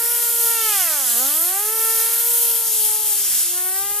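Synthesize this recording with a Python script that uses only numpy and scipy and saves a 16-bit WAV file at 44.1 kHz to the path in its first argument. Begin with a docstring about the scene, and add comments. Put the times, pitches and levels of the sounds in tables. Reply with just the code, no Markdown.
"""A jet of compressed air from a blow gun hisses against a small hand-held computer fan in a room.
The hiss changes colour as the jet meets the frame. Each blade that cuts the jet sends out a pressure
pulse, so the fan whirs, sagging in pitch twice as the aim slips. Late on the fan comes closer and
its draught brushes the microphone."""
import sys
import numpy as np
from scipy import signal
from scipy.fft import rfft, irfft
from scipy.io import wavfile
from scipy.ndimage import uniform_filter1d, map_coordinates

SR = 44100
rng = np.random.default_rng(int(sys.argv[2]) if len(sys.argv) > 2 else 0)


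def to_wav(s):
    """Save 16-bit WAV."""
    ch = np.atleast_2d(s).T  # columns
    pcm = np.round(np.clip(ch, -1, 1) * 32767)  # PCM
    wavfile.write(sys.argv[1], SR, pcm.astype(np.int16))


N = 176400
CUTOFF_HZ = 14220

# where the jet sits in the image: (time [s], treble left over right [dB], right-side lag [microseconds])
JET_POSITION = [(0, 2, 3), (.35, 2.5, 4), (.8, 0, 1), (1.6, 1.5, 9.7), (2.2, 2, 6.35), (2.6, 4.5, 18),
                (3.15, 6, 29.4), (3.4, 2.5, 28.6), (4, 5.5, 51)]


def from_db(db):
    """Decibels to gain."""
    return 10 ** (np.asarray(db) / 20)


def in_time(rows):
    """Each column of an automation curve at every sample."""
    seconds, *columns = np.transpose(rows)
    return [np.interp(np.arange(N) / SR, seconds, column) for column in columns]


def at_hz(points, hz):
    """Read a curve on a log-frequency axis."""
    knots_hz, values = np.transpose(points)
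    return np.interp(np.log(np.maximum(hz, 1)), np.log(knots_hz), values)


def drift(rate_hz):
    """Smooth random modulation of rms 1, rolling off above the given rate."""
    hop, settle = 40, 2000
    pole = np.exp(-2 * np.pi * hop * rate_hz / SR)
    noise = rng.standard_normal(N // hop + settle + 2)
    slow = signal.lfilter([1], [1, -2 * pole, pole * pole], noise)[settle:]
    slow /= np.sqrt(np.mean(slow ** 2) + 1e-20)
    return np.interp(np.arange(N) / hop, np.arange(len(slow)), slow)


def panned(x, pan_db):
    """Lean a sound to the left by so many dB."""
    return x * from_db(np.array([[.5], [-.5]]) * pan_db)


def air_noise(spectrum, patchy_db=1, bands=12):
    """Coloured stereo noise whose bands wander in level; its mono mix has rms 1."""
    # how alike the two sides are: (frequency [Hz], correlation [0..1])
    likeness = [(50, 0.9), (300, 0.98), (1300, 0.95), (3400, 1), (4200, 0.35), (6500, 0.68), (8500, 0.5),
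                (14000, 0.57)]
    # the two microphone ports differ in colour: (frequency [Hz], left over right [dB])
    port_balance = [(60, -1), (1300, 0), (4200, -0.5), (5700, 1.7), (8500, -1.5), (11500, -3),
                    (12600, -3.5), (13300, 0.5), (14200, -4)]
    hz = np.arange(N // 2 + 1) * SR / N
    alike = np.clip(at_hz(likeness, hz), -.99, .99)
    width = np.sqrt((1 - alike) / (1 + alike))
    mid, side = rfft(rng.standard_normal((2, N))) * from_db(at_hz(spectrum, hz)) * (hz < CUTOFF_HZ)
    stereo = panned(mid + side * width * [[1], [-1]], at_hz(port_balance, hz))
    band = (hz / CUTOFF_HZ * bands).astype(int)
    noise = sum(irfft(stereo * (band == k), N) * from_db(patchy_db * drift(4.1)) for k in range(bands))
    return noise / np.std(noise.mean(axis=0))


def room(x, t60_s=0.12):
    """A short diffuse tail, partly shared by both sides."""
    t = np.arange(SR // 2) / SR
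    reflections = rng.standard_normal(len(t)) + 0.56 * rng.standard_normal((2, len(t)))
    tail = reflections * from_db(-60 * t / t60_s)
    return signal.fftconvolve(x[None], tail / np.sqrt(np.sum(tail[0] ** 2)), axes=1)[:, :N]


def draught():
    """Faint, gusty rumble of the fan's air brushing the microphone."""
    # the draught creeps in late: (time [s], level [dB])
    swell = [(0, -99), (2.65, -64), (2.78, -62), (3.3, -52), (3.5, -63), (4, -57)]
    # colour of the rumble: (frequency [Hz], relative level [dB])
    colour = [(20, -14), (45, 6), (100, 2), (200, 0), (500, -14.5)]
    return from_db(in_time(swell)[0]) * air_noise(colour, patchy_db=4.0, bands=1)


def whir(blade_hz, phase, harmonics=8):
    """One suction pulse per blade, sharper when the jet hits squarely, frayed by turbulence."""
    # hum at the blade rate: (time [s], level before colouring [dB])
    hum = [(0, -35), (.3, -37), (.45, -33), (.55, -37.5), (.66, -33), (.85, -53), (1.1, -50), (1.23, -41.5),
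           (1.33, -44.5), (1.6, -39), (1.69, -31.5), (2, -34.5), (2.18, -39.5), (2.28, -34), (2.55, -36),
           (2.65, -42.5), (2.8, -38), (3.28, -46.5), (3.36, -59), (3.5, -44), (4, -39.5)]
    # buzz of overtones, strong on a square hit:
    # (time [s], second harmonic before colouring [dB], loss per further harmonic [dB])
    buzz = [(0, -38.5, 3), (.36, -42.5, 3), (.48, -35, 3.5), (.62, -38, -1), (.77, -37, 1), (.86, -39, 0.5),
            (.94, -38, 1.3), (1.1, -45.5, 0.4), (1.22, -35, 3), (1.31, -41.5, 2), (1.45, -41, 2.6),
            (1.56, -36, 2.5), (1.66, -40.5, 2), (1.88, -36.5, 1.9), (2.1, -41.5, 1), (2.45, -41.5, 9.5),
            (2.66, -43, 6), (2.74, -50, 18), (2.92, -40, 12.5), (3.14, -46, 10), (3.19, -60, 6),
            (3.48, -63, 7), (3.57, -44, 1), (3.85, -41, 2), (4, -43, 1.5)]
    # colour of the whir: (frequency [Hz], gain [dB])
    colour = [(230, 0), (380, -1.5), (460, -4), (600, -3), (700, 1), (790, 3), (890, -2.5), (1130, -1.5),
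              (1350, 4), (1480, 1.5), (1850, -0.5), (2250, -3.5), (2700, -0.5), (3150, -2), (3600, -12)]
    blades, unevenness = 7, 0.033
    gain_db, flutter_db, waver_db = 0.5, 0.53, 0.44
    jitter_rad, rasp_rad, rasp_hz = 0.022, 0.45, 2800
    braking_hz_per_s = 300  # a blade rate falling this fast doubles the rasp
    hum_db, = in_time(hum)
    buzz_db, loss_db = in_time(buzz)
    phase = phase + jitter_rad * drift(98)  # turbulence makes each pulse a little early or late
    slowing = np.maximum(-np.gradient(blade_hz) * SR, 0)
    braking = uniform_filter1d(slowing, SR // 10) / braking_hz_per_s
    pulses = 0
    for k in range(1, harmonics + 1):
        hz = k * blade_hz
        base_db = hum_db if k == 1 else buzz_db - loss_db * (k - 2)
        level_db = base_db + at_hz(colour, hz) + waver_db * k * drift(16)
        rasp = rasp_rad * (1 + braking) * (hz / rasp_hz) ** 2 * drift(49)
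        pulses -= np.sqrt(2) * from_db(level_db) * np.cos(k * phase + rasp)
    wobble = 1 + unevenness * np.cos(phase / blades)  # once per turn
    return pulses * wobble * from_db(gain_db + flutter_db * drift(48))


def chopped(x, phase, depth):
    """The blades cut the air stream: its power swells once per blade."""
    return x * np.sqrt(np.maximum(1 + depth * np.cos(phase), 0))


def off_axis(x, crossover_hz=4200):
    """As the jet moves to the left its treble reaches the right port later."""
    left, right = x
    low = signal.sosfiltfilt(signal.butter(6, crossover_hz, fs=SR, output="sos"), right)
    lag_samples = in_time(JET_POSITION)[1] * 1e-6 * SR
    late_treble = map_coordinates(right - low, [np.arange(N) - lag_samples], order=5, mode="mirror")
    return np.array([left, low + late_treble])


def jet(phase):
    """Turbulent hiss chopped by the blades, over a softer, more lightly chopped rush of air."""
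    # sizzling top of the hiss: (frequency [Hz], relative level [dB])
    sizzle_colour = [(5000, -31), (7500, -8.5), (8800, -3), (9400, 1), (9800, 3), (10150, 3), (10420, 6),
                     (10700, 5), (11100, 2), (11600, 4.5), (12300, 6), (12700, 3), (13200, 7.5), (14200, 1)]
    # body of the hiss: (frequency [Hz], relative level [dB])
    body_colour = [(1800, -21.5), (2400, -15.5), (2650, -3.5), (2900, -5.5), (3150, 0.6), (3500, -1.5),
                   (3850, -3.5), (4700, -1.5), (5700, 0.5), (7300, 3.5), (9500, 3.5), (11500, 2),
                   (14200, -32)]
    # low rush of air through the blades: (frequency [Hz], relative level [dB])
    rush_colour = [(30, -6), (150, -22), (260, -1), (420, -5), (570, -10), (800, 3.5), (1080, 1.5),
                   (1400, 6), (2300, 7.5), (3200, -9), (5000, -5.5)]
    # the hiss swings as the nozzle's aim shifts: (time [s], sizzle gain [dB], body gain [dB])
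    hiss_swings = [(0.0, 0.8, -2), (0.1, 0.7, -2), (0.26, 1.8, -0.5), (0.46, 3.5, 1.5), (0.56, 0, 0),
                   (0.79, 1.29, 3.5), (0.88, -0.5, 0.9), (1.03, 0, 1.3), (1.12, 1.5, 3.5),
                   (1.23, 0.86, 0.4), (1.41, 3, 0.3), (1.56, -0.5, -2.5), (1.74, -1.5, -2.5),
                   (1.84, 2.5, 0.5), (2.06, 2.5, 0.38), (2.11, -0.3, -1), (2.3, 3.5, 0.1), (2.57, 1.5, -1),
                   (2.6, -0.59, -2.5), (2.76, 1, 2.5), (2.86, 2.5, 1.5), (3.0, -2, -2.59), (3.1, 2.5, 0.6),
                   (3.23, -1, 2), (3.41, 2.2, 3.5), (3.48, -2, 0.8), (3.67, 0, -4.5), (3.86, -3, -3.5),
                   (4.0, -1.5, -4)]
    # rise and fall of the rush: (time [s], gain [dB])
    rush_swings = [(0, 2.5), (.45, -2.5), (.6, -5), (.8, 0), (1.2, -0.5), (1.6, -0.5), (2.2, 2),
                   (2.7, -1.5), (3.4, 1), (3.6, -5.5), (4, -9)]
    sizzle_db, body_db, rush_db, flicker_db = -21.5, -26, -42.5, 0.47
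    sizzle_swing_db, body_swing_db = in_time(hiss_swings)
    sizzle = from_db(sizzle_db + sizzle_swing_db) * air_noise(sizzle_colour)
    body = from_db(body_db + body_swing_db) * air_noise(body_colour)
    rush = from_db(rush_db + in_time(rush_swings)[0]) * air_noise(rush_colour)
    hiss = panned(sizzle, in_time(JET_POSITION)[0]) + body
    air = chopped(hiss, phase, depth=0.26) + chopped(rush, phase, depth=0.087)
    return air * from_db(flicker_db * drift(22))


def scene():
    """Whir and jet pulse to the same blades; a touch of room on the whir, the draught underneath."""
    # the fan's pitch, sagging twice: (time [s], blade passing rate [Hz])
    blade_rate = [(0, 462.4), (.12, 474.6), (.548, 460.8), (.683, 433.6), (.757, 399), (.877, 328),
                  (1.087, 237.8), (1.16, 233), (1.28, 281), (1.62, 415), (1.745, 447), (2.03, 453),
                  (2.3, 471.7), (2.58, 460.8), (2.83, 431), (3.08, 428), (3.3, 392), (3.48, 350),
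                  (3.69, 371.8), (3.855, 401.8), (4, 414.7)]
    room_db = -19
    blade_hz, = in_time(blade_rate)
    phase = 2 * np.pi * np.cumsum(blade_hz) / SR
    fan = whir(blade_hz, phase)
    fan_in_room = panned(fan, pan_db=1.34) + from_db(room_db) * room(fan)
    return fan_in_room + off_axis(jet(phase)) + draught()


def record(dry):
    """A steep low-pass takes off the very top."""
    lowpass = signal.firwin(801, CUTOFF_HZ, fs=SR, window="blackman")
    return signal.fftconvolve(dry, lowpass[None], "same", axes=1)


dry = scene()
out = record(dry)
to_wav(out)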